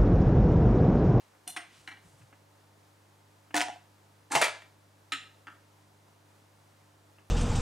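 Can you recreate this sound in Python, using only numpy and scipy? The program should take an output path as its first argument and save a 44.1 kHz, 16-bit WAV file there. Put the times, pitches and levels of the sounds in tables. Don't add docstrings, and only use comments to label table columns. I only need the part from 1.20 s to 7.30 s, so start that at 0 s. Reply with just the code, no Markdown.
import sys
import numpy as np
from scipy import signal
from scipy.fft import rfft, irfft, next_fast_len
from scipy.io import wavfile
from scipy.ndimage import map_coordinates

SR = 44100
rng = np.random.default_rng(int(sys.argv[2]) if len(sys.argv) > 2 else 0)


def invert_db(level):
    return 10 ** (np.asarray(level, dtype=float) / 20)


def unload_wav(signal):
    wavfile.write(
        sys.argv[1],
        SR,
        np.round(np.clip(np.atleast_2d(signal).T, -1, 1) * 32767).astype(np.int16),
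    )


N = 269010


def changer():
    deck = switch() + lever() + lever_return() + release() + spindle() + rock()
    deck += slide() + slap() + settle() + cam() + trip() + ticks()
    return filtered(deck, lambda hz: (1j * hz / (110 + 1j * hz)) ** 2)


# start in seconds, weight (ringing) level in dB, click (hard edge) level in dB.
SWITCH_CONTACTS = [
    (.2695, -53, -102),
    (.2755, -37.5, -37),
    (.2781, -43, -26),
    (.2982, -48, -31),
    (.3033, -47, -32),
]
# frequency in Hz, width in Hz, level in dB.
SWITCH_MODES = [(280, 31, -15.5), (736, 26, -12.5), (2920, 86, -8), (3540, 44, -13), (4120, 49, -5.5),
                (5900, 30, -14.5), (5790, 140, -9), (7000, 50, -17), (8880, 40, -5), (9500, 65, -11),
                (10350, 70, -13), (11400, 42, -13), (12400, 50, -16), (13600, 38, -28)]
# frequency in Hz, spectral density in dB per Hz.
SWITCH_BLOW = [(88, -67), (150, -14), (589, -15), (730, -8), (2450, -6), (2870, -11), (7620, -4),
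               (9080, 5.5), (12700, -9), (16000, -32)]


def switch():
    return part(SWITCH_CONTACTS, SWITCH_MODES, SWITCH_BLOW, damping=2.35,
                shudder_t60=0.096, shudder_db=-3.5, tilt_db=-1.4, room_db=-5.5)


# start in seconds, weight level in dB, click level in dB.
LEVER_CONTACTS = [
    (.3640, -38, -29),
    (.3660, -37.5, -31),
    (.3725, -38, -27),
]
# frequency in Hz, width in Hz, level in dB.
LEVER_MODES = [(285, 32, -9), (736, 33, -16), (1530, 41, -15), (1950, 24, -10), (2020, 42, -19),
               (2345, 40, -7), (2810, 140, -9), (3300, 100, -5), (4180, 65, -17), (5400, 78, -26),
               (5500, 67, -17), (7100, 50, -36), (8850, 85, -10.5), (9000, 23, -32)]
# frequency in Hz, spectral density in dB per Hz.
LEVER_BLOW = [(88, -73), (150, -44), (286, 8), (589, -45), (702, 2), (960, -5.5), (1830, 2), (4860, -21.5),
              (9080, -21.5), (16000, -44)]


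def lever():
    return part(LEVER_CONTACTS, LEVER_MODES, LEVER_BLOW, damping=2.9,
                shudder_t60=0.042, shudder_db=4.5, tilt_db=-1.0, room_db=-6.0)


# start in seconds, weight level in dB, click level in dB.
RETURN_CONTACTS = [
    (.6750, -41, -42.5),
    (.6789, -49, -54),
    (.6880, -53.5, -44),
    (.7125, -52, -53),
    (.7165, -50, -56),
    (.7255, -53, -61),
    (.7700, -61, -65),
]
# frequency in Hz, width in Hz, level in dB.
RETURN_MODES = [(825, 29, -17), (1606, 31, -8), (1900, 51, -1), (2070, 33, -19), (2300, 28, -7),
                (2540, 13, -28), (2880, 79, -4.5), (3140, 71, -11), (3970, 170, -4), (4120, 72, -13),
                (5740, 110, -15)]


def lever_return():
    return part(RETURN_CONTACTS, RETURN_MODES, LEVER_BLOW, damping=3.5,
                shudder_t60=0.08, shudder_db=1, tilt_db=0.5, room_db=-7.0)


# start in seconds, weight level in dB, click level in dB,
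# extra brightness of the click in dB per octave.
RELEASE_CONTACTS = [
    (2.3392, -49.5, -52, -4),
    (2.3432, -23, -19.5, -4),
]
# frequency in Hz, width in Hz, level in dB.
RELEASE_MODES = [(293, 13.6, -14), (721, 20, -7.5), (826, 39, -9), (1770, 69, -7), (2950, 220, -12.5)]
# frequency in Hz, spectral density in dB per Hz.
SPINDLE_BLOW = [(60, -66), (180, -32), (290, 0), (500, 2), (720, 0), (1200, 3), (1850, 4), (4000, -4),
                (9300, -13), (11500, -27.5), (16000, -35), (16800, -42.5)]


def release():
    return part(RELEASE_CONTACTS, RELEASE_MODES, SPINDLE_BLOW, damping=1.94,
                shudder_t60=0.025, shudder_db=-8, tilt_db=-0.5, room_db=-6)


# start in seconds, weight level in dB, click level in dB,
# extra brightness of the click in dB per octave.
SPINDLE_CONTACTS = [(2.3455, -41, -23, 5.5), (2.3544, -25, -21, 2), (2.3622, -37.5, -25.5, 2.5),
                    (2.3657, -25, -12.5, 1.5), (2.3728, -26, -20.5, 6.5), (2.3760, -25, -25.5, 2),
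                    (2.3801, -34.5, -21.5, 3), (2.3840, -49, -26.5, 2), (2.3895, -41, -26.5, 0.5),
                    (2.3970, -28, -25.5, 4), (2.4066, -35, -15, -5.5), (2.4144, -26.5, -15, -3),
                    (2.4174, -31, -23, 1), (2.4226, -35, -21.5, -1), (2.4297, -42, -29, -0.5),
                    (2.4380, -41, -31.5, -2.5)]
# frequency in Hz, width in Hz, level in dB.
SPINDLE_MODES = [(303, 7.3, -13), (715, 30, -3.5), (834, 36, -5), (952, 33, -10), (1288, 33, -15.5),
                 (1473, 120, -7), (1830, 190, -7), (2010, 62, -19), (2560, 31, -20), (3420, 340, -24)]


def spindle():
    return part(SPINDLE_CONTACTS, SPINDLE_MODES, SPINDLE_BLOW, damping=2.8,
                shudder_t60=0.035, shudder_db=-1.0, tilt_db=1.5, room_db=-8.0)


# start in seconds, weight level in dB, click level in dB.
ROCK_CONTACTS = [
    (2.4676, -40, -53),
    (2.4844, -33.5, -31.5),
    (2.492, -34, -49),
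    (2.525, -47.5, -52),
    (2.545, -71, -58),
    (2.559, -49.5, -65),
]
# frequency in Hz, width in Hz, level in dB.
ROCK_MODES = [(286, 40, -22), (722, 18, -2.5), (821, 19, -4.5), (1920, 71, -25)]


def rock():
    return part(ROCK_CONTACTS, ROCK_MODES, SPINDLE_BLOW, damping=4.9,
                shudder_t60=0.019, shudder_db=-22, tilt_db=-2.5, room_db=-18.5)


# start in seconds, weight level in dB, click level in dB,
# extra brightness of the click in dB per octave.
SLIDE_CONTACTS = [
    (3.1021, -55.5, -52, -2),
    (3.1086, -43.5, -57, -11),
    (3.1149, -47.5, -34, 0),
    (3.1175, -32, -27.5, 5.5),
    (3.1198, -35, -22, 2),
    (3.1270, -36.5, -23, 5),
    (3.1341, -34.5, -29, -5.5),
    (3.1420, -34, -31, -1.5),
    (3.1457, -41, -28, 4.5),
    (3.1478, -36.5, -26, -2),
]
# frequency in Hz, width in Hz, level in dB.
SLIDE_MODES = [(310, 30, -16.5), (829, 26, -6), (1730, 67, -4.5), (4230, 51, -13.5), (6020, 65.4, -13),
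               (6336, 28.2, -22), (7440, 42, -11.5), (8640, 115, -9)]
# frequency in Hz, spectral density in dB per Hz.
SLIDE_BLOW = [(88, -47), (150, -20.5), (299, -14), (549, -16), (830, 1), (4970, -15), (8970, -15.5),
              (15000, -41.5), (16500, -59.5)]


def slide():
    return part(SLIDE_CONTACTS, SLIDE_MODES, SLIDE_BLOW, damping=3.6,
                shudder_t60=0.044, shudder_db=3, tilt_db=-1.2, room_db=-2.0)


# start in seconds, weight level in dB, click level in dB,
# extra brightness of the click in dB per octave.
SLAP_CONTACTS = [
    (3.1517, -22, -9, -2),
    (3.1552, -32.5, -16, 3),
    (3.1576, -30.5, -20, 4),
    (3.1610, -23, -25, -1),
    (3.1633, -32.5, -20, 2.5),
    (3.1695, -30.5, -22.5, -0.5),
    (3.1750, -32, -21.5, 1),
    (3.1845, -33.5, -25, 0),
    (3.1965, -43.5, -29.5, 3),
    (3.2020, -36.5, -30.5, -5),
]
# frequency in Hz, width in Hz, level in dB.
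SLAP_MODES = [(340, 54.5, -15.5), (704, 22, -3), (841, 52, -3), (1415, 51, -19.5), (1860, 140, -5.5),
              (2094, 47, -3), (2770, 33, -7), (3070, 90.7, -10.5), (3720, 36.3, -28.5), (4357, 47, -20),
              (4800, 58.4, -13.5), (5840, 16.96, -17.5)]
# frequency in Hz, spectral density in dB per Hz.
SLAP_BLOW = [(47, -56), (80, -27.5), (134, -22.5), (436, -15), (850, -4.5), (1420, -13), (2030, -12.5),
             (9660, -19.5), (15100, -41.5), (16500, -73.5)]


def slap():
    return part(SLAP_CONTACTS, SLAP_MODES, SLAP_BLOW, damping=4.55,
                shudder_t60=.06, shudder_db=2.5, tilt_db=-3.5, room_db=-8.0)


# start in seconds, weight level in dB, click level in dB,
# extra brightness of the click in dB per octave.
SETTLE_CONTACTS = [(3.2138, -21, -19, 0.5), (3.2155, -24.5, -13, 0), (3.2176, -32.5, -15.5, 5),
                   (3.2222, -18.5, -12, 0.5), (3.2264, -23, -14.5, -4), (3.2357, -27, -17.5, 1),
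                   (3.2415, -27, -17.5, 3), (3.2433, -29, -18, -0.5), (3.2462, -33, -18, 2.5),
                   (3.2505, -29.5, -24, -0.5), (3.2553, -30, -20.5, 1), (3.2586, -35.5, -21, -3.5),
                   (3.2655, -36.5, -28.5, -0.5), (3.2698, -37, -26.5, -2), (3.2790, -39, -31.5, -1.5),
                   (3.2821, -37.5, -25, 0), (3.2955, -40.5, -34, -1.5), (3.42, -49.5, -51, 3)]
# frequency in Hz, width in Hz, level in dB.
SETTLE_MODES = [(590, 65, -6.5), (919, 40, -10.5), (1335, 97, -7.5), (1898, 110, 2), (2332, 30.7, -6),
                (2486, 112, -6.5), (2823, 59, -17), (2980, 60, -18), (3180, 38, -23.5), (3060, 40, -22.5),
                (5550, 185, -27)]
# frequency in Hz, spectral density in dB per Hz.
SETTLE_BLOW = [(90, -58), (250, -28), (600, -10.5), (800, -10.5), (1900, -1.5), (3500, -7.5), (5500, -15.5),
               (9500, -14.5), (11500, -26), (15500, -35.5), (16800, -45.5)]


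def settle():
    return part(SETTLE_CONTACTS, SETTLE_MODES, SETTLE_BLOW, damping=4.4,
                shudder_t60=0.039, shudder_db=1.1, tilt_db=-2.0, room_db=-8.5)


# start in seconds, weight level in dB, click level in dB,
# extra brightness of the click in dB per octave.
CAM_CONTACTS = [
    (3.9200, -33, -29.5, 1.5),
    (3.9222, -34.5, -22, -0.5),
    (3.9255, -41.5, -31, -6),
    (3.9290, -48, -26.5, 0.5),
    (3.9345, -37, -26, -0.5),
    (3.9370, -43, -25.5, -4.5),
]
# frequency in Hz, width in Hz, level in dB.
CAM_MODES = [(283, 19, -17), (875, 200, -6.5), (1267, 48, -5), (1520, 51, -11.5), (1823, 63, -10.5),
             (2046, 50, -6.5), (2440, 46, -21), (2762, 73, -6.5), (3070, 45, -18), (3780, 52, -15),
             (3910, 75, -7.5), (5314, 87, -18.5), (7070, 60, -14.5), (8820, 48, -17)]
# frequency in Hz, spectral density in dB per Hz.
CAM_BLOW = [(150, -35), (290, -2), (500, -25), (1000, -16), (1250, -3), (2800, 4.5), (4100, -3.5),
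            (4500, -19), (7200, -14), (9200, -22.5), (10200, -27.5), (14500, -39), (16000, -49.5)]


def cam():
    return part(CAM_CONTACTS, CAM_MODES, CAM_BLOW, damping=2.4,
                shudder_t60=0.041, shudder_db=3.5, tilt_db=0.0, room_db=-5.0)


# start in seconds, weight level in dB, click level in dB,
# extra brightness of the click in dB per octave.
TRIP_CONTACTS = [
    (4.2700, -42, -36.5, -1),
    (4.2745, -50, -54, 5),
    (4.2806, -44, -42, -1.5),
    (4.2840, -47, -61, 4),
    (4.3005, -52, -51, 1.5),
]
# frequency in Hz, width in Hz, level in dB.
TRIP_MODES = [(301, 22, -11), (850, 90, -9.5), (1200, 40, -9), (1290, 56, -5), (1355, 49, -12),
              (1555, 35, -12), (1715, 40, -4), (2745, 34, -13), (2990, 34, -17), (3410, 60, -17),
              (4730, 65, -22.5)]
# frequency in Hz, spectral density in dB per Hz.
TRIP_BLOW = [(150, -32), (400, -19), (900, -3), (1500, 3.5), (3200, -10), (4000, -21), (8000, -26),
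             (16000, -52)]


def trip():
    return part(TRIP_CONTACTS, TRIP_MODES, TRIP_BLOW, damping=4.8,
                shudder_t60=0.038, shudder_db=-4.0, tilt_db=-0.1, room_db=-6.0)


# start in seconds, weight level in dB, click level in dB.
TICK_CONTACTS = [
    (.148, -67.5, -75),
    (1.015, -68, -55.5),
    (1.1265, -59.5, -62),
    (2.3065, -60, -55),
    (5.525, -87, -62),
    (5.9845, -64, -55),
    (5.993, -76, -72),
]
# frequency in Hz, spectral density in dB per Hz.
TICK_BLOW = [(200, -42), (600, -5), (1000, -2), (2900, 9.5), (3600, -31), (16000, -54)]


def ticks():
    return part(TICK_CONTACTS, TRIP_MODES, TICK_BLOW, damping=2.7,
                shudder_t60=0.053, shudder_db=8.5, tilt_db=-7.5, room_db=-10)


def part(contacts, modes, colour, damping, shudder_t60, shudder_db, tilt_db, room_db):
    hard_tilt = 0.22
    chatter_s, chatter_db = 0.00083, -11
    scatter_db, pair_spread = 2.5, .4
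    out = np.zeros(N + SR)
    t = np.arange(SR // 5, dtype=np.float32) / SR
    hz, width, level_db = np.repeat(modes, 2, axis=0).T[:, :, None]
    decay = np.exp(np.float32(-damping * width) * t)
    for s, weight_db, click_db, *brighter_db in contacts:
        treble_db = tilt_db + hard_tilt * (click_db - weight_db)
        edge_db = treble_db + sum(brighter_db)

        mode_db = level_db + rng.normal(0, scatter_db, hz.shape) + .5 * edge_db * np.log2(hz / 2000)
        strength = invert_db(mode_db) * np.sqrt(width / 40)
        detune = pair_spread * width * rng.standard_normal(hz.shape)
        modes_ringing = strength * decay * np.sin(np.float32(2 * np.pi * (hz + detune)) * t)
        ring = modes_ringing.sum(0) * (1 - np.exp(-t / 0.0017))

        noise = signal.fftconvolve(rng.standard_normal(len(t)), click(colour, treble_db))[:len(t)]
        shudder = unit(noise) * invert_db(-60 * t / shudder_t60) * (1 - np.exp(-t / 0.0012))

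        chatter = invert_db(chatter_db) * rng.standard_normal(256) * np.exp(-t[:256] / chatter_s)
        chatter[0] = 1
        edge = np.convolve(click(colour, edge_db), chatter)

        blow = invert_db(weight_db) * (ring + invert_db(shudder_db) * shudder)
        blow[:len(edge)] -= invert_db(click_db) * edge
        out[round(s * SR):][:len(t)] += blow
    direct = out[:N]
    return direct + diffuse(invert_db(room_db) * shop(direct)[:, :N], ECHO_ALIKE)


def click(colour, treble_db):
    hz = np.fft.rfftfreq(1024, 1 / SR)
    level_db = along(colour, hz) + treble_db * np.log2(np.clip(hz, 300, 12000) / 2000)
    cepstrum = irfft(np.log(invert_db(level_db) + 1e-6))
    cepstrum[1:512] *= 2
    cepstrum[513:] = 0
    pulse = irfft(np.exp(rfft(cepstrum)))[:512]
    return pulse / np.abs(pulse).max()


# frequency in Hz, likeness from 0 to 1.
ECHO_ALIKE = [(200, 1), (900, 0.87), (3000, 0.88), (9500, 0.86), (10800, 0.78), (11800, 0.99)]
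# frequency in Hz, 60 dB decay time in seconds.
SHOP_T60 = [(120, 0.26), (330, 0.3), (600, .36), (2000, 0.36), (4000, 0.39), (9000, .3), (12500, 0.15)]


def shop(x):
    hz, t, z = signal.stft(rng.standard_normal((2, 2 * SR // 5)), SR, nperseg=256)
    decay = invert_db(-60 * t / along(SHOP_T60, hz)[:, None])
    tail = signal.istft(z * decay, SR, nperseg=256)[1]
    delayed = np.pad(x, (220, 0))[None]
    return signal.fftconvolve(delayed, tail / np.linalg.norm(tail[0]), axes=1)


# start in seconds, hold in seconds, level in dB, bright share from 0 to 1.
RUB_STROKES = [
    (0, 0.0089, -66, 0.02),
    (0.53, 0.063, -61.5, .12),
    (0.606, .04, -70, 0.8),
    (0.86, 0.043, -67.5, 0.7),
    (1, .02, -68.5, 0.44),
]
# frequency in Hz, spectral density in dB per Hz.
RUB_COLOURS = [
    [(500, -35), (1200, 0.5), (3000, 2), (6000, -4), (11000, -17), (16000, -38.5)],
    [(1500, -21), (5000, -8), (8500, -2), (10500, -9), (12500, -22.5), (16000, -40.5)],
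]


def linkage():
    rise, fall = 230, 126
    s, hold, level_db, bright = np.transpose(RUB_STROKES)[:, :, None]
    t = np.arange(N) / SR - s
    stroke_db = level_db - rise * np.maximum(-t, 0) - fall * np.maximum(t - hold, 0)
    power = invert_db(stroke_db) ** 2
    dull_rub, bright_rub = [coloured_noise(colour, ECHO_ALIKE) for colour in RUB_COLOURS]
    dull_level = np.sqrt((power * (1 - bright)).sum(0))
    bright_level = np.sqrt((power * bright).sum(0))
    return invert_db(1.2 * wobble(60.5)) * (dull_level * dull_rub + bright_level * bright_rub)


# start in seconds, peak level in dB, frequency in Hz.
THUMPS = [(.575, -58, 136), (.60, -65, 62), (.63, -68, 103), (.845, -52.5, 170), (.86, -61, 60),
          (0.929, -55, 130), (.95, -68, 55), (2.353, -47, 158.5), (2.381, -50, 153), (3.158, -37.5, 144),
          (1.003, -50, 150), (1.018, -48, 120)]


def handling():
    out = np.zeros(N + SR)
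    t = np.arange(SR // 5) / SR
    u = t / 0.011
    for s, db, hz in THUMPS:
        out[round(s * SR):][:len(t)] += invert_db(db + 4.5) * u * np.exp(-u) * np.sin(2 * np.pi * hz * t)
    return out[:N]


# multiple of the mains frequency, level
# in dB.
MAINS = [(2, 0), (3, -10), (4, -14), (6, -10), (8, -18), (11.2, -17), (18, -16)]


def mains_hum():
    motor_on_s, motor_rise_s, before_db = 0.57, 0.071, -6.5
    t = np.arange(N) / SR
    motor_off = np.clip(1 - (t - motor_on_s) / motor_rise_s, 0, 1)
    turn = 2 * np.pi * 49.95 * t
    hum = sum(invert_db(db + 2.0 + 0.038 * k * wobble(3.2)) * np.sin(k * turn + k * k) for k, db in MAINS)
    return invert_db(-65 + before_db * motor_off) * hum


# frequency in Hz, spectral density in dB per Hz.
HISS = [(20, -35.5), (43, -26), (63, -13.5), (80, -14.5), (125, -13.5), (240, -11), (500, -10), (900, -9.5),
        (1100, -12), (2440, -20), (8650, -26), (11000, -29), (15200, -33), (16500, -46.5)]
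# frequency in Hz, likeness from 0 to 1.
HISS_ALIKE = [(60, 0.74), (150, 1), (400, 0.601), (800, 0.22), (1600, 0.5), (3100, 0.32), (6200, 0.81),
              (14000, 0.97)]


def room_hiss():
    return invert_db(-64 + 0.46 * wobble(11)) * coloured_noise(HISS, HISS_ALIKE)


def coloured_noise(colour, alike):
    noise = filtered(rng.standard_normal((2, N)), lambda hz: invert_db(along(colour, hz)))
    return unit(diffuse(noise, alike))


def diffuse(pair, alike):
    def mix(hz):
        turn = np.arccos(np.clip(along(alike, hz), -1, 1)) / 2
        return np.array([np.cos(turn), np.sin(turn)])
    mid, side = filtered(pair, mix)
    return np.array([mid + side, mid - side])


def filtered(x, response):
    n = x.shape[-1]
    m = next_fast_len(n + 8192)
    return irfft(rfft(x, m) * response(np.fft.rfftfreq(m, 1 / SR)), m)[..., :n]


def wobble(rate):
    knots = rng.standard_normal(int(N * rate / SR) + 4)
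    return map_coordinates(knots, [np.arange(N) * rate / SR])


def along(points, hz):
    f, v = np.transpose(points)
    return np.interp(np.log(hz + 1), np.log(f + 1), v)


def unit(x):
    return x / np.sqrt(np.mean(x ** 2) + 1e-20)


def scene():
    return changer() + linkage() + handling() + mains_hum() + room_hiss()


def roll_off(x):
    return signal.sosfilt(signal.butter(12, 16800, fs=SR, output="sos"), x)


# frequency in Hz, lead of left over right in radians.
LEAD = [(60, 0), (200, -.48), (400, -.57), (800, -.86), (1600, -.69), (3100, -.45), (6200, -.19),
        (11500, 0)]


def record(dry):
    def band_response(hz):
        phase = np.exp(.5j * np.outer([1, -1], along(LEAD, hz)))
        return phase * invert_db(-17 * (hz > 15950))
    heard = filtered(dry, band_response)
    return roll_off(heard)


dry = scene()
out = record(dry)
unload_wav(out)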